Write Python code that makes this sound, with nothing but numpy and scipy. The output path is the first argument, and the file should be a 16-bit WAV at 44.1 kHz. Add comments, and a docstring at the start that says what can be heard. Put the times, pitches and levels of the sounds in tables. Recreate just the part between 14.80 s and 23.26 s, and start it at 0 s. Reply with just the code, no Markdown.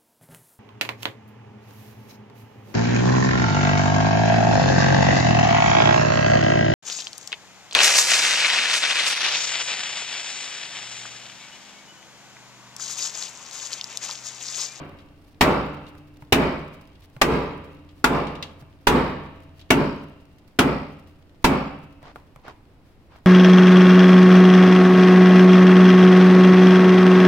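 """Outdoors on gravel, a hand-held stereo microphone close to a dented sheet-steel truck fender.
The steel is already ringing as we come in. From 0.6 s a hand hammer strikes it eight times: each blow
cracks, the panel booms, loose parts buzz and ping, the chassis rings on and grit ticks down.
The limiter ducks every crack, so the boom swells up behind it. From 7.2 s feet shift on the stones,
over faint handling rustle and a light breeze."""
import sys
import numpy as np
from scipy import signal
from scipy.fft import rfft, irfft, next_fast_len
from scipy.io import wavfile
from scipy.ndimage import minimum_filter1d

SR = 44100
rng = np.random.default_rng(int(sys.argv[2]) if len(sys.argv) > 2 else 0)


def persist_wave(psi):
    """Save psi, clipped to +-1, as 16-bit WAV."""
    counts = np.round(np.clip(psi, -1, 1) * 32767).astype(np.int16)
    wavfile.write(sys.argv[1], SR, np.atleast_2d(counts).T)


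N = 373076
BLOW_TIME = np.arange(65536) / SR  # time axis of one ringing blow [s]

# Levels are relative; a spectrum gives its level per hertz.
# hammer blows, the first just before the start:
# (time [s], force [dB], ring time [factor], clank pitch [Hz], clank boost [dB])
BLOWS = [(-.33, -4.5, 1, 886, 0), (0.6088, -4.5, 1.04, 920, 4.5), (1.5225, -4.5, 0.95, 2492, 2.5),
         (2.4140, -4.5, 1.07, 894, 6), (3.2411, -5.5, 1.02, 1406, 15), (4.0694, -4, 1.026, 947, 11.5),
         (4.9037, -4, 0.82, 2764, 13), (5.7886, -5.5, 0.8, 1445, 10), (6.642, -6, 0.87, 954, 7)]
# the fender's strongest modes: (frequency [Hz], level [dB], base t60 [s])
FENDER_MODES = [(39.8, -20.5, 0.32), (46, -19, 0.92), (61.7, -1.5, 0.75), (83.3, -3.5, 0.36),
                (99.6, -8.5, 0.32), (106, -19.5, 1), (132.3, -6.5, 0.74), (149.8, -2, 0.94),
                (166.2, -7, 0.92), (182.6, -1, 0.51), (195, -11, 0.5), (202.1, -8, 0.9),
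                (214.8, -3.5, 0.81), (247, 1.5, 0.56), (260, -9.5, 1), (277.2, 3, 0.47), (285, -5.5, 0.88),
                (265, 5, 0.48), (308, 0.5, 0.22), (326, -12, 0.4), (335.7, 3, 0.31), (362.7, 1.5, 0.5),
                (403.5, -13.5, 1), (420.3, -1.5, 0.54), (422.5, -7.5, 0.65), (479, -11.5, 0.61),
                (521, -9, 0.94), (574, -6, 0.85), (706, -9.5, 0.53), (882, -3.5, 0.6)]
# thick chassis parts that ring on between blows: (frequency [Hz], level [dB], base t60 [s])
CHASSIS_MODES = [(86, -13, 3.5), (146, -12, 2.2), (281, -11, 2.3), (298, -14, 4), (524, -17, 1.7),
                 (555, -18, 1.6), (653, -17, 2.2), (925, -19, 1.3), (1187, -17, 1.4), (1546, -21, 1.5),
                 (1845, -23, 1.4), (2630, -19, 1.5), (2735, -23, 1.7), (2776, -23, 2), (2887, -25, 1.6),
                 (3128, -29, 2), (3174, -24, 1.3), (3866, -24, 1.2)]
# the thin, long ring of the chassis steel: (frequency [Hz], level [dB])
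SHIMMER_SPECTRUM = [(1000, -30), (1200, -10), (1500, -22), (2400, -10), (2750, 0), (2950, -6), (3150, -5),
                    (3450, -22), (3870, -11), (4200, -24), (8000, -40)]
# the thicket of higher panel modes: (frequency [Hz], level [dB])
CLANG_SPECTRUM = [(25, -8.5), (90, -6), (250, 5), (450, 5.5), (700, -1.5), (950, -0.5), (1300, -4),
                  (1850, -12.5), (2600, -20.5), (3500, -21), (5200, -33), (6200, -29.5), (9000, -33.5),
                  (16000, -40.5)]
# where those modes crowd together: (frequency [Hz], width [Hz], boost [dB])
CLANG_CLUSTERS = [(950, 60, 2.5), (1140, 32, 6), (1155, 16, -6.5), (1410, 27, -4), (2350, 650, 9),
                  (4630, 360, 4), (5260, 93, -1.5), (6940, 250, 6.5), (8050, 400, 9)]
# how long they ring: (frequency [Hz], base t60 [s])
CLANG_DECAY = [(60, 1), (300, 0.67), (1000, 0.78), (2800, 0.81), (5000, 0.74), (7000, 0.34), (15000, 0.43)]
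# the dent buckling under the hammer face: (frequency [Hz], level [dB])
CRACK_SPECTRUM = [(40, 0), (200, -6), (550, -4.5), (900, -0.5), (1400, -3.5), (1900, -6), (2500, -4),
                  (3600, -9), (5500, -13), (9000, -21.5), (15500, -25.5)]
# how fast that crack dies: (frequency [Hz], t60 [s])
CRACK_DECAY = [(200, 0.15), (1500, 0.16), (4000, .11), (14000, 0.11)]
# a loose edge buzzing against the panel: (frequency [Hz], level [dB])
BUZZ_SPECTRUM = [(2500, -45), (4100, -1), (4650, 3.5), (5100, 0.5), (5500, -0.5), (6100, -25), (7000, -13),
                 (9000, -22.5), (16000, -29.5)]
# the largest bits of grit landing: (time [s], level [dB])
GRIT_FALLS = [(0.1875, -50), (1.067, -46), (3.4697, -36), (3.5533, -39.5), (3.6261, -25.5), (4.794, -46),
              (4.8132, -45)]
# grit on metal and stones: (frequency [Hz], level [dB])
GRIT_SPECTRUM = [(300, -29), (1800, 2.5), (3300, 9.5), (5000, 2), (7500, -9.5), (11000, -17.5),
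                 (16000, -23)]
# resonances of what it lands on: (frequency [Hz], width [Hz], boost [dB])
GRIT_RESONANCES = [(2790, 83, 9.5), (3280, 90, 4.5), (3930, 76, 9.5), (4500, 90, 6.5)]
# knocks of handling and of stones underfoot: (time [s], level [dB], thump [dB], clink [dB])
KNOCKS = [(1.152, -42, -0.5, -14), (1.423, -40, 4.5, -16), (2.365, -37, 4.5, -10), (3.824, -44, 8.5, -10),
          (7.229, -42, 0.5, -11.5), (7.359, -33, -18, 1), (7.561, -39, -2.5, -28), (7.681, -31.5, -21, -5)]
# the snap of a knock: (frequency [Hz], level [dB])
KNOCK_SPECTRUM = [(100, 2.5), (600, 6.5), (1000, 9), (1400, -2), (2200, -3.5), (5000, -20.5),
                  (15000, -26.5)]
# the ring of a knock: (frequency [Hz], level [dB], t60 [s])
CLINK_MODES = [(727, -14, .06), (1206, -2, .03), (1384, -2, 0.034)]
# soles shifting on the gravel: (time [s], length [s], level [dB])
STEPS = [(7.20, .15, -45), (7.62, .13, -42.5), (8.27, .16, -52)]
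# stones clicking under a sole: (frequency [Hz], level [dB])
STEP_SPECTRUM = [(60, -30.5), (250, -1), (550, -2), (1050, -1), (2200, -10.5), (5000, -19), (15000, -59)]
# skin rubbing on the microphone's housing: (frequency [Hz], level [dB])
RUSTLE_SPECTRUM = [(500, -2), (2500, 2), (5000, 0), (7000, -8), (15000, -7.5)]
# open-air ambience: (frequency [Hz], level [dB])
AIR_SPECTRUM = [(20, -1), (45, 0), (90, 0), (200, -7), (300, -8), (450, -14), (1000, -20), (1600, -25),
                (2500, -27), (3200, -31), (5000, -35), (6300, -42), (10000, -45), (16000, -47)]
# likeness of the microphone's two channels: (frequency [Hz], correlation [-1 to 1])
MIC_CORRELATION = [(30, .8), (70, .92), (130, .96), (260, .94), (500, .78), (1000, .42), (2000, .2),
                   (4000, 0), (14000, .1)]
# lean of the stereo image: (frequency [Hz], left minus right [dB])
MIC_BALANCE = [(100, -0.5), (500, -1.1), (1000, -3.5), (2000, 3), (4000, 1), (8000, -5.5), (13000, -4.5)]


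def hammer(boom_db=-15, clang_db=-7, crack_db=5, chassis_db=-27.5, buzz_db=-44, shimmer_db=-46,
           boom_rise_s=0.0041, clang_rise_s=0.021, shimmer_base_t60=1.5, modes_per_hz=.2):
    """Each blow, close up: a crack at the dent, then bending waves spread through panel and chassis."""
    out = np.zeros((2, N))
    panel_phases = rng.random((len(FENDER_MODES), 2))
    chassis_phases = rng.random((len(CHASSIS_MODES), 2))
    hz = np.fft.rfftfreq(len(BLOW_TIME), 1 / SR)
    is_mode = rng.random(len(hz)) < modes_per_hz  # a thin plate's modes are spread evenly in frequency
    for s, force_db, ring, pitch_hz, clank_db in BLOWS:
        weights = is_mode * spot_weights(hz, depth_db=2, step_hz=70)
        thicket = irfft(weights * rfft(rng.standard_normal((2, len(BLOW_TIME)))))
        clang = at_microphone(thicket, CLANG_SPECTRUM, CLANG_CLUSTERS)
        clang = gain_of(clang_db) * dying(clang, CLANG_DECAY, ring)
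        boom = gain_of(boom_db) * steel_modes(fender_modes(ring), panel_phases, ring, spread_db=0.5)
        chassis = gain_of(chassis_db) * steel_modes(CHASSIS_MODES, chassis_phases, ring, spread_db=3)
        shimmer = at_microphone(thicket, SHIMMER_SPECTRUM) * fade(BLOW_TIME, shimmer_base_t60 * ring)
        chassis += gain_of(shimmer_db) * shimmer
        body = boom * rise(BLOW_TIME, boom_rise_s) + (clang + chassis) * rise(BLOW_TIME, clang_rise_s)
        add(out, s, gain_of(force_db) * body)
        add(out, s, gain_of(force_db + buzz_db) * edge_buzz())
        add(out, s, gain_of(force_db + crack_db) * dent_crack(pitch_hz, clank_db))
    return out


def dent_crack(pitch_hz, clank_db, contact_s=0.0046, clank_width_hz=130):
    """The dent buckles under the hammer face: a short burst with one clanking resonance."""
    t = BLOW_TIME[:16384]
    weights = spot_weights(np.fft.rfftfreq(len(t), 1 / SR), depth_db=3, step_hz=110)
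    burst = irfft(rfft(rng.standard_normal((2, len(t)))) * weights)
    burst = at_microphone(burst, CRACK_SPECTRUM, [(pitch_hz, clank_width_hz, clank_db)])
    return dying(burst, CRACK_DECAY) * rise(t, contact_s)


def fender_modes(ring, centre_hz=254, width_octaves=0.96, db_per_ring_lost=31):
    """The fender's modes for one blow: the deader the spot, the stronger the hollow middle ones."""
    bloom_db = db_per_ring_lost * (1 - ring)
    return [(hz, db + bloom_db * np.exp(-(np.log2(hz / centre_hz) / width_octaves) ** 2), t60)
            for hz, db, t60 in FENDER_MODES]


def steel_modes(table, phases, ring, spread_db):
    """Steel rings as damped sines; each blow lands on another spot and weights them a little anew."""
    out = np.zeros((2, len(BLOW_TIME)))
    for (hz, db, t60), (phase, side) in zip(table, phases):
        level_shift, phase_shift = rng.standard_normal(2)
        swing = gain_of(db + spread_db * level_shift) * fade(BLOW_TIME, t60 * ring)
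        # a phase gap between left and right sets their correlation
        apart = np.arccos(np.clip(curve_at(MIC_CORRELATION, hz), -1, 1)) / 2 * np.sign(side - .5)
        start = 2 * np.pi * phase + 0.34 * phase_shift + np.array([[apart], [-apart]])
        out += swing * np.sin(2 * np.pi * hz * BLOW_TIME + start)
    return out


def spot_weights(hz, depth_db, step_hz):
    """The spot that is hit favours some groups of modes and misses others."""
    grid = np.arange(0, SR / 2, step_hz)
    return gain_of(depth_db * np.interp(hz, grid, rng.standard_normal(len(grid))))


def edge_buzz(peak_s=0.099, flap_hz=57.6, flap_depth=0.44):
    """A loose edge starts to chatter once the panel is swinging, in step with its slow flapping."""
    t = BLOW_TIME[:32768]
    flapping = 1 + flap_depth * np.sin(2 * np.pi * (flap_hz * t + rng.random()))
    swell = (t / peak_s * np.exp(1 - t / peak_s)) ** 2
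    return at_microphone(rng.standard_normal((2, len(t))), BUZZ_SPECTRUM) * flapping * swell


def bolt_pings(db=-35, fall_db_per_s=55, fall_db_per_octave=10, per_blow=5,
               pitch_range_hz=(4420, 8400), delay_range_s=(.08, .34)):
    """Loose bolts and clips ping after each blow, more weakly as the panel comes to rest."""
    out, t = np.zeros((2, N)), BLOW_TIME[:SR // 4]
    envelope = fade(t, t60=0.092) * rise(t, rise_s=0.0047)
    for s, force_db, *_ in BLOWS:
        for when, pitch, right_phase in rng.random((per_blow, 3)):
            delay = np.interp(when, (0, 1), delay_range_s)
            hz = np.interp(pitch, (0, 1), pitch_range_hz)
            fall_db = fall_db_per_s * delay + fall_db_per_octave * np.log2(hz / pitch_range_hz[0])
            tone = np.sin(2 * np.pi * (hz * t + np.array([[0], [right_phase]])))
            add(out, s + delay, gain_of(db + force_db - fall_db) * tone * envelope)
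    return out


def grit(trim_db=-2, small_per_s=1.2, small_db=-53.5, spread_db=2):
    """Grit shaken off the truck ticks on metal and stones; small bits fall at random to the last blow."""
    out, until_s = np.zeros((2, N)), BLOWS[-1][0]
    draws = rng.random((round(small_per_s * until_s), 2))
    small_falls = [(until_s * when, small_db + spread_db * (2 * size - 1)) for when, size in draws]
    for s, db in GRIT_FALLS + small_falls:
        landing = tick(GRIT_SPECTRUM, t60=0.056, tail_db=-17, tail_t60=0.41, peaks=GRIT_RESONANCES)
        add(out, s, gain_of(db + trim_db) * landing)
    return out


def knocks(thump_hz=135):
    """Light knocks of handling and of stones underfoot: a snap, a short clink and a dull thump."""
    out, t = np.zeros((2, N)), BLOW_TIME[:SR // 4]
    for s, db, thump_db, clink_db in KNOCKS:
        snap = tick(KNOCK_SPECTRUM, t60=0.018, tail_db=-17.5, tail_t60=0.49)
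        clink = sum(gain_of(clink_db + mode_db) * np.sin(2 * np.pi * hz * t) * fade(t, t60)
                    for hz, mode_db, t60 in CLINK_MODES)
        thump = gain_of(thump_db) * np.sin(2 * np.pi * thump_hz * t) * fade(t, t60=0.091)
        add(out, s, gain_of(db) * (snap + clink + thump))
    return out


def tick(spectrum, t60, tail_db, tail_t60, peaks=()):
    """A small impact: a sharp snap with a weaker ring behind it."""
    t = BLOW_TIME[:SR // 4]
    envelope = fade(t, t60) + gain_of(tail_db) * fade(t, tail_t60)
    return at_microphone(rng.standard_normal((2, len(t))), spectrum, peaks) * envelope


def gravel_steps(stones_per_s=2200, size_db=3):
    """Under a sole, many stones of uneven size click against each other."""
    out = np.zeros((2, N))
    for s, length, db in STEPS:
        shape = (2, round(length * SR))
        sizes = gain_of(size_db * np.minimum(rng.exponential(1, shape), 4)) * rng.choice([-1, 1], shape)
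        clicks = sizes * (rng.random(shape) < stones_per_s / SR)
        add(out, s, gain_of(db) * at_microphone(clicks, STEP_SPECTRUM) * signal.windows.hann(shape[1]))
    return out


def dust(db=-72, grains_per_s=110, size_db=2, settle_s=.35, grain_s=0.0028):
    """Fine dirt shaken loose by each blow patters down and thins out."""
    t = np.arange(N) / SR
    rate = sum(grains_per_s * (t > s) * np.exp(-abs(t - s) / settle_s) for s, *_ in BLOWS)
    grains = (rng.random(N) < rate / SR) * gain_of(size_db * np.minimum(rng.exponential(1, N), 3))
    envelope = signal.lfilter([1], [1, -np.exp(-1 / (grain_s * SR))], grains)
    return gain_of(db) * evened(envelope * steady_noise(GRIT_SPECTRUM))


def handling_rustle(db=-68, settle_db_per_s=0.8, rubs_per_s=70, rub_db=6.5):
    """Skin sticks and slips on the microphone's housing in tiny rubs, fainter as the grip settles."""
    t = np.arange(N) / SR
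    rub_times = np.cumsum(rng.exponential(1 / rubs_per_s, 2000))
    strengths = np.minimum(rng.exponential(1, len(rub_times)), 3.5) - 1
    level_db = db - settle_db_per_s * t + rub_db * np.interp(t, rub_times, strengths)
    return gain_of(level_db) * steady_noise(RUSTLE_SPECTRUM)


def open_air(hiss_db=-53, wind_db=-63, wind_band_hz=(15, 45)):
    """Faint open-air hiss, and a light breeze rumbling on each microphone capsule separately."""
    hiss = steady_noise(AIR_SPECTRUM)
    wind_band = signal.butter(2, wind_band_hz, "bandpass", fs=SR, output="sos")
    rumble = signal.sosfilt(wind_band, rng.standard_normal((2, N)))
    return gain_of(hiss_db) * hiss + gain_of(wind_db) * evened(rumble)


def at_microphone(drive, spectrum, peaks=()):
    """Gives two unrelated signals a spectrum, resonances and the microphone's stereo image; rms 1."""
    hz = np.fft.rfftfreq(drive.shape[1], 1 / SR)
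    mid, side = rfft(drive)
    likeness = np.clip(curve_at(MIC_CORRELATION, hz), -1, 1)
    mid, side = mid * np.sqrt(1 + likeness), side * np.sqrt(1 - likeness)
    lean = gain_of(curve_at(MIC_BALANCE, hz) / 2)
    left_right = np.array([(mid + side) * lean, (mid - side) / lean])
    peaks_db = sum(boost / (1 + (2 * (hz - centre) / width) ** 2) for centre, width, boost in peaks)
    return evened(irfft(left_right * gain_of(curve_at(spectrum, hz) + peaks_db), drive.shape[1]))


def steady_noise(spectrum):
    """Stereo noise with this spectrum, as long as the scene."""
    return at_microphone(rng.standard_normal((2, next_fast_len(N))), spectrum)[:, :N]


def dying(x, decay, ring=1):
    """Lets each frequency die away with its own t60, times the ring factor."""
    hz, t, bands = signal.stft(x, SR, nperseg=256)
    bands = bands * fade(t, ring * curve_at(decay, hz)[:, None])
    return signal.istft(bands, SR, nperseg=256)[1][:, :x.shape[1]]


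def fade(t, t60):
    """Exponential decay, 60 dB down at t60."""
    return np.exp(-np.log(1000) * t / t60)


def rise(t, rise_s):
    """Exponential onset from 0 towards 1."""
    return 1 - np.exp(-t / rise_s)


def gain_of(db):
    """Decibels to amplitude."""
    return 10 ** (np.asarray(db) / 20)


def evened(x):
    """Scales to rms 1."""
    return x / np.sqrt(np.mean(x ** 2) + 1e-20)


def curve_at(points, hz):
    """Joins (frequency [Hz], value) points on a log-frequency axis."""
    point_hz, value = np.transpose(points)
    return np.interp(np.log(hz + 1), np.log(point_hz + 1), value)


def add(mix, s, sound):
    """Mixes a stereo sound in at time s."""
    start = round(s * SR)
    sound = sound[:, max(-start, 0):]
    part = mix[:, max(start, 0):][:, :sound.shape[1]]
    part += sound[:, :part.shape[1]]


def scene():
    """What reaches the microphone: the close hammering and the small sounds around it."""
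    return (hammer() + grit() + knocks() + dust() + handling_rustle() + gravel_steps()
            + open_air() + bolt_pings())


def record(dry, ceiling_db=-4, recovery_db_per_s=115, attack_s=0.0043, top_hz=16100):
    """The limiter ducks fast and soon recovers; what slips past is rounded off, then low-passed."""
    peak_db = 20 * np.log10(abs(dry).max(0) + 1e-9)
    over_db = np.maximum(peak_db - ceiling_db, 0)
    held_db = -minimum_filter1d(-over_db, size=64)
    recovery_db = np.arange(N) * recovery_db_per_s / SR
    wanted_duck_db = np.maximum.accumulate(held_db + recovery_db) - recovery_db
    pole = np.exp(-1 / (attack_s * SR))
    duck_db = signal.lfilter([1 - pole], [1, -pole], wanted_duck_db)
    limited = dry / gain_of(duck_db)
    rounded = limited / (1 + limited ** 6) ** (1 / 6)
    low_pass = signal.firwin(255, top_hz, window=("kaiser", 9), fs=SR)
    return signal.oaconvolve(rounded, low_pass[None], "same")


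dry = scene()
out = record(dry)
persist_wave(out)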